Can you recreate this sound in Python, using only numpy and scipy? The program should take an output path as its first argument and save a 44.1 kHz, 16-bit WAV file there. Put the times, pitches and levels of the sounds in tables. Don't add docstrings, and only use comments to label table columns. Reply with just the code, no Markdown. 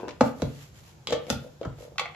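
import sys
import numpy as np
from scipy import signal
from scipy.fft import rfft, irfft
from scipy.io import wavfile
from scipy.ndimage import uniform_filter1d

SR = 44100
rng = np.random.default_rng(int(sys.argv[2]) if len(sys.argv) > 2 else 0)


def pcm_store(signal):
    levels = np.round(np.clip(np.atleast_2d(signal), -1, 1) * 32767)
    wavfile.write(sys.argv[1], SR, levels.astype(np.int16).T)


def rack_gain(trim_db):
    fader = np.asarray(trim_db, float)
    return 10 ** (fader / 20)


N = 94815

# start in seconds, level of the blow in dB, contact time in ms, level of the crack in dB.
KNOCK_BLOWS = [
    (.082, -30.5, 0.039, -34),
    (.2085, -7.5, 0.047, -23.5),
    (.2115, -16.5, 0.21, -22),
    (0.4200, -18.5, 0.53, -27),
    (1.3015, -26, 0.12, -31),
    (.216, -24, 0.15, -31),
    (1.650, -33.5, 0.067, -43),
    (1.653, -30.5, 0.055, -43.5),
    (0.46, -47, 0.065, -63),
]
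THUD_BLOWS = [
    (0.083, -51, 0.25, -80),
    (0.211, -20.5, 0.39, -77),
    (0.424, -21.5, 1, -102),
    (1.066, -40, .5, -94),
    (1.112, -30.5, 0.73, -96),
    (1.305, -25, 0.25, -87),
    (1.345, -30.5, 0.29, -85),
    (1.654, -24.5, 1, -96),
    (.445, -35, 1, -87),
    (1.787, -44.5, 0.34, -102),
]
POP_BLOWS = [(0.399, -38, 0.22, -82), (1.087, -29, 1, -61), (1.103, -33, 0.25, -55),
             (1.1075, -25, 0.59, -52), (1.1235, -18, 0.25, -28), (1.128, -22.5, .2, -27),
             (1.143, -34.5, 0.42, -52), (1.166, -32, 0.31, -58), (1.267, -34.5, 1, -46),
             (1.283, -34.5, 0.32, -64), (1.423, -43.5, 0.55, -80), (1.445, -42, 0.37, -86),
             (1.463, -38.5, 0.49, -84), (1.613, -26, 0.26, -44), (1.622, -35.5, 0.32, -60),
             (1.638, -37, 0.36, -54), (1.786, -44, 0.067, -52), (1.806, -38.5, 0.14, -67),
             (1.826, -41, .2, -66), (1.85, -42, 0.073, -70), (1.88, -46.5, 0.18, -80),
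             (1.92, -43, 0.4, -82), (2.01, -35.5, 0.1, -55), (1.071, -37.5, 0.51, -58)]
SNAP_BLOWS = [
    (0.744, -81, .04, -56),
    (1.0715, -25, 0.023, -26.5),
    (1.098, -48, 0.033, -39),
    (1.106, -33.5, 0.037, -28),
    (1.1245, -30.5, 0.066, -28),
    (1.127, -26.5, 0.073, -25.5),
    (1.133, -51, 0.092, -31),
    (1.267, -49, 0.055, -45),
    (1.631, -38, 0.12, -48.5),
]
DISH_BLOWS = [
    (1.957, -45.5, 0.35, -60),
    (1.9816, -24, 0.017, -28.5),
    (1.9835, -21, .03, -41),
    (1.995, -18.5, 0.024, -26),
    (2.056, -29, 0.088, -47),
    (2.098, -42, 0.4, -70),
    (2.147, -41, 0.098, -64),
]
TUMBLE_BLOWS = [(.0, -36.5, 0.13, -47), (.009, -41, 0.1, -51), (.019, -40, 0.23, -61),
                (.030, -28, 0.45, -52), (.041, -35, 0.22, -54), (.051, -36.5, 0.21, -59),
                (0.059, -41.5, .3, -57), (.063, -38.5, .3, -62), (.075, -32.5, .3, -55),
                (0.08, -34.5, 0.33, -53), (.090, -42, 0.084, -34), (.107, -44, 0.035, -39)]
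CATCH_BLOWS = [
    (1.295, -33, 0.044, -42),
    (1.301, -19, 0.019, -17),
    (1.3044, -22.5, 0.38, -32),
    (1.310, -30, 0.033, -37),
    (1.330, -32, 0.15, -42),
]

# frequency in Hz, level in dB, decay time t60 in seconds.
BOARD_MODES = [(233.5, -0.5, 0.06), (288.6, 1.5, 0.059), (377, -5.5, 0.032), (445, -2.5, 0.08),
               (496, 6.5, 0.032), (595, 4, 0.036), (742, -4, 0.03), (855, 2.5, 0.025), (1026, 2, 0.021),
               (1173, 5, 0.014), (1450, 2.5, 0.015), (1760, -5, 0.017), (2160, -9, 0.019),
               (2940, -16.5, 0.015)]
WORKTOP_MODES = [(51.8, -12, 0.21), (80, -9.5, 0.14), (107.6, -6.5, 0.16), (130, -4.5, 0.17),
                 (138.8, 0, 0.18), (162.8, -3, 0.2), (186, -10.5, .08)]
TUB_MODES = [(325.5, -12.5, 0.026), (365, -9.5, 0.033), (467, -7, 0.025), (500, -0.5, 0.047),
             (694, -16.5, 0.017), (563, -1.5, 0.048), (950, -13.5, 0.025), (1300, -9.5, 0.033)]
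LID_MODES = [(814, -7.5, 0.032), (1190, -1.5, 0.022), (1470, -1, 0.018), (1955, -5.5, 0.025),
             (2253, 2, 0.025), (2655, -3, .02), (2886, 4, .02), (3290, 10, .02), (3460, 8.5, .02),
             (3560, 8, .02), (3714, 9.5, .015), (5200, 2, .015), (6400, -2, .015), (7100, 3, .015)]
DISH_MODES = [(738, 6, 0.022), (1170, 4.5, 0.04), (1290, 1.5, 0.024), (1550, -2.5, 0.021), (1810, -2, 0.04),
              (2137, 10.5, 0.06), (2360, 5.5, 0.05), (2620, 3.5, 0.04), (3335, 9, .03), (3760, 2, .02),
              (4310, 10.5, .02), (4670, 4.5, .015), (5570, 0, .015), (6300, -3, .015), (6700, -1, .015)]
LIFTED_MODES = [(292, -9.5, 0.012), (374, -2, 0.036), (457, -7, 0.03), (557, -1, 0.019), (770, -7.5, 0.021),
                (964, -3.5, 0.031), (1530, -6, 0.018), (2650, -2, .02)]
SHUT_MODES = [(159, -8, .04), (238, 1, 0.048), (425, 1, 0.036), (566, 0, 0.032), (866, -1, 0.024),
              (1287, -5.5, 0.02), (1428, -1, .03), (1887, -5.5, .025), (2570, -22, .02), (3270, -3, .025),
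              (3640, 0.5, .02), (4750, -18, .02), (5660, -16, .015), (6500, -8, .02)]

# board, worktop, tub, lid, crockery, lifted tub, catch.
# Share sent to the room, in dB.
ROOM_SEND_DB = [-6, -8.5, -3.5, -2.5, -5.5, -6.5, -5]
LEFT_OVER_RIGHT_DB = [0.5, 1.5, 2.5, -0.3, -1.5, 4, 1.5]
LEFT_LAG_S = [.00006, .00008, -.00008, .00006, -.00006, -.00006, .00005]
CRACK_TOP_HZ = [5560, 994, 3950, 7400, 7640, 3500, 8700]
CRACK_DECAY_S = [0.013, .014, 0.03, .012, 0.028, 0.045, 0.019]
CRACK_ATTACK_S = [0.00032, .0004, 0.00052, 0.00064, 0.0024, .0006, 0.00048]
RATTLE_LEVEL_DB = [-20, -26, -23, -22.5, -18, -24, -21]

# frequency in Hz, t60 in seconds.
ROOM_DECAY = [(100, 0.33), (300, 0.36), (1000, 0.35), (3000, 0.36), (6000, 0.19), (9000, 0.16),
              (14000, 0.14)]
# frequency in Hz, likeness from 0 to 1.
ROOM_LIKENESS = [(100, 0.796), (400, 0.56), (1500, 0.37), (5000, .05)]
# middle in seconds, length in seconds, level in dB.
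RUB_STROKES = [(0.012, 0.062, -65.5), (0.13, 0.079, -91), (0.265, 0.12, -52.5), (0.423, 0.2, -59),
               (0.512, 0.19, -66.5), (0.616, 0.2, -58), (0.785, .12, -61), (0.886, 0.15, -61.5),
               (1.323, 0.074, -49.5), (1.356, 0.36, -61), (1.827, 0.14, -58.5)]
# frequency in Hz, level in dB per Hz.
RUB_SPECTRUM = [(300, -17.5), (1000, -6), (1900, -7), (3000, -7.5), (6000, -12.5), (8600, -11.5),
                (13000, -9.5), (15000, -31)]
# frequency in Hz, level in dB per Hz.
AIR_SPECTRUM = [(20, -32), (60, 4), (140, 3), (240, -13), (560, -14.5), (1900, -29.5), (3300, -31),
                (14000, -37)]
# frequency in Hz, likeness from -1 to 1.
NOISE_LIKENESS = [(60, 1), (400, 0.54), (1500, -0.1), (5000, 0.023)]
# frequency in Hz, level in dB.
MIC_RESPONSE = [(18, -32.5), (75, -0.5), (7500, 7.5), (8500, -7), (9600, -0.5), (12000, 0.5), (14600, -1),
                (16000, -42)]

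SPOT_DB, SPOT_DETUNE = 1.5, .012
KIN_DB, KIN_SPREAD = -10, .13
RISE_CYCLES, MOST_CYCLES = .15, 40
CRACK_LIKENESS = 0.46
RATTLE_PER_S, RATTLE_T60 = 1200, .1
RATTLE_WANDER = 0.71


def evened(x):
    return x / np.sqrt(np.mean(x ** 2) + 1e-20)


def read(points, hz):
    f, value = np.transpose(points)
    return np.interp(np.log(hz + 1), np.log(f + 1), value)


def blended(a, b, likeness):
    return likeness * a + np.sqrt(1 - likeness ** 2) * b


def crack_noise(t, top_hz, t60, rise):
    both, *sides = rng.standard_normal((3, len(t)))
    crack = np.sqrt(CRACK_LIKENESS) * both + np.sqrt(1 - CRACK_LIKENESS) * np.array(sides)
    crack = signal.lfilter(*signal.butter(2, top_hz, fs=SR), crack)
    crack = signal.lfilter(*signal.butter(1, top_hz / 6, "highpass", fs=SR), crack)
    return crack * np.minimum(t / rise, 1) * rack_gain(-60 * t / t60)


def rattle_taps(t, level_db):
    sizes, drift = rng.standard_normal((2, len(t)))
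    happens = rng.random(len(t)) < RATTLE_PER_S / SR
    taps = happens * sizes * rack_gain(level_db - 60 * t / RATTLE_T60)
    return taps * (1 + RATTLE_WANDER * np.array([[1], [-1]]) * drift)


def struck(blows, modes, crack_hz, crack_t60, crack_rise, rattle_db):
    out = np.zeros((2, N + SR))
    t = np.arange(0, np.max(modes, 0)[2] + RATTLE_T60, 1 / SR)
    hz, db, t60 = np.transpose(list(modes) * 3)[:, :, None]
    order = np.arange(len(hz))[:, None]
    kin = order >= len(modes)
    t60 = np.minimum(t60, MOST_CYCLES / hz)
    for s, blow_db, contact_ms, crack_db in blows:
        spot, tune, side = rng.standard_normal((3, len(hz), 1))
        turns = hz * np.exp(np.where(kin, KIN_SPREAD, SPOT_DETUNE) * tune) * t
        sign = np.where(kin, np.sign(side), (-1.) ** order)
        level = sign * rack_gain(db + KIN_DB * kin + SPOT_DB * spot - 60 * t / t60)
        ring = level * (1 - np.exp(-turns / RISE_CYCLES)) * np.sin(2 * np.pi * turns)
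        u = t[:1024] * 1000 / max(contact_ms, .005)
        push = u * np.exp(-u)
        hit = signal.fftconvolve(ring.sum(0), push)[:len(t)]
        one = rack_gain(blow_db) * hit / abs(hit).max()
        one = one + rack_gain(crack_db) * crack_noise(t, crack_hz, crack_t60, crack_rise)
        rattle = signal.fftconvolve(one, rattle_taps(t, rattle_db), axes=1)[:, :len(t)]
        at = max(round(s * SR), 0)
        out[:, at:at + len(t)] += one + rattle
    return out[:, :N]


def noise(colour, patchy_db, size):
    frames, hz = 4 * N // size + 5, np.fft.rfftfreq(size, 1 / SR)
    a, b, c, d, patch = rng.standard_normal((frames, len(hz), 5)).T
    patch = uniform_filter1d(patch, size=10, axis=0)
    patch = evened(uniform_filter1d(patch, size=12, axis=1))
    likeness = np.clip(read(NOISE_LIKENESS, hz), -1, 1)[:, None]
    left = a + 1j * b
    z = np.array([left, blended(left, c + 1j * d, likeness)])
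    z = z * rack_gain(read(colour, hz)[:, None] + patchy_db * patch)
    return evened(signal.istft(z, nperseg=size, noverlap=size * 3 // 4)[1][:, :N])


def rub():
    t = np.arange(N) / SR
    flicker = evened(uniform_filter1d(rng.standard_normal(N), size=200))
    level = sum(rack_gain(db) * np.exp(-8 * ((t - s) / length) ** 2) for s, length, db in RUB_STROKES)
    return noise(RUB_SPECTRUM, patchy_db=.8, size=256) * level * rack_gain(1.5 * flicker)


def kitchen():
    taps = np.zeros((2, SR))
    at = np.arange(0, SR - 20, 20) + rng.integers(0, 20, (2, (SR - 1) // 20))
    np.put_along_axis(taps, at, rng.choice([-1., 1.], at.shape), 1)
    hz, t, (a, b) = signal.stft(taps, SR, nperseg=256)
    likeness = np.clip(read(ROOM_LIKENESS, hz), 0, 1)[:, None]
    z = np.array([a, blended(a, b, likeness)]) * rack_gain(-60 * t / read(ROOM_DECAY, hz)[:, None])
    tail = signal.istft(z, SR, nperseg=256)[1]
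    gap_s = .004
    tail = np.pad(tail, ((0, 0), (round(gap_s * SR), 0)))
    return tail / np.linalg.norm(tail[0])


def motor_hum():
    centre_hz, width_hz = 143.4, 10.3
    r = np.exp(-np.pi * width_hz / SR)
    turn = np.exp(2j * np.pi * centre_hz * np.arange(N) / SR)
    return evened((turn * signal.lfilter([1], [1, -r], rng.standard_normal(N) / turn)).real)


def air():
    return rack_gain(-53) * noise(AIR_SPECTRUM, patchy_db=-1.5, size=2048) + rack_gain(-58.5) * motor_hum()


def scene():
    mix, send = rub() + air(), np.zeros(N)
    hz = np.fft.rfftfreq(2 * N, 1 / SR)
    ear = np.array([[.5], [-.5]])
    all_blows = [KNOCK_BLOWS, THUD_BLOWS, POP_BLOWS, SNAP_BLOWS, DISH_BLOWS, TUMBLE_BLOWS, CATCH_BLOWS]
    all_modes = [BOARD_MODES, WORKTOP_MODES, TUB_MODES, LID_MODES, DISH_MODES, LIFTED_MODES, SHUT_MODES]
    for blows, modes, send_db, pan_db, lag, *crack in zip(
            all_blows, all_modes, ROOM_SEND_DB, LEFT_OVER_RIGHT_DB, LEFT_LAG_S,
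            CRACK_TOP_HZ, CRACK_DECAY_S, CRACK_ATTACK_S, RATTLE_LEVEL_DB):
        x = struck(blows, modes, *crack)
        send += rack_gain(send_db) * x.mean(0)
        placing = rack_gain(pan_db * ear) * np.exp(-2j * np.pi * hz * lag * ear)
        mix += irfft(rfft(x, 2 * N) * placing)[:, :N]
    return mix + signal.fftconvolve(send[None], kitchen(), axes=1)[:, :N]


def low_pass(x):
    return signal.sosfilt(signal.butter(12, 15910, fs=SR, output="sos"), x)


def record(dry):
    hz = np.linspace(0, SR / 2, 257)
    taps = signal.minimum_phase(signal.firwin2(511, hz, rack_gain(2 * read(MIC_RESPONSE, hz)), fs=SR))
    dry = signal.sosfilt(signal.butter(2, 45, "highpass", fs=SR, output="sos"), dry)
    mix = signal.oaconvolve(dry, taps[None], axes=1)[:, :N]
    return low_pass(mix)


dry = scene()
out = record(dry)
pcm_store(out)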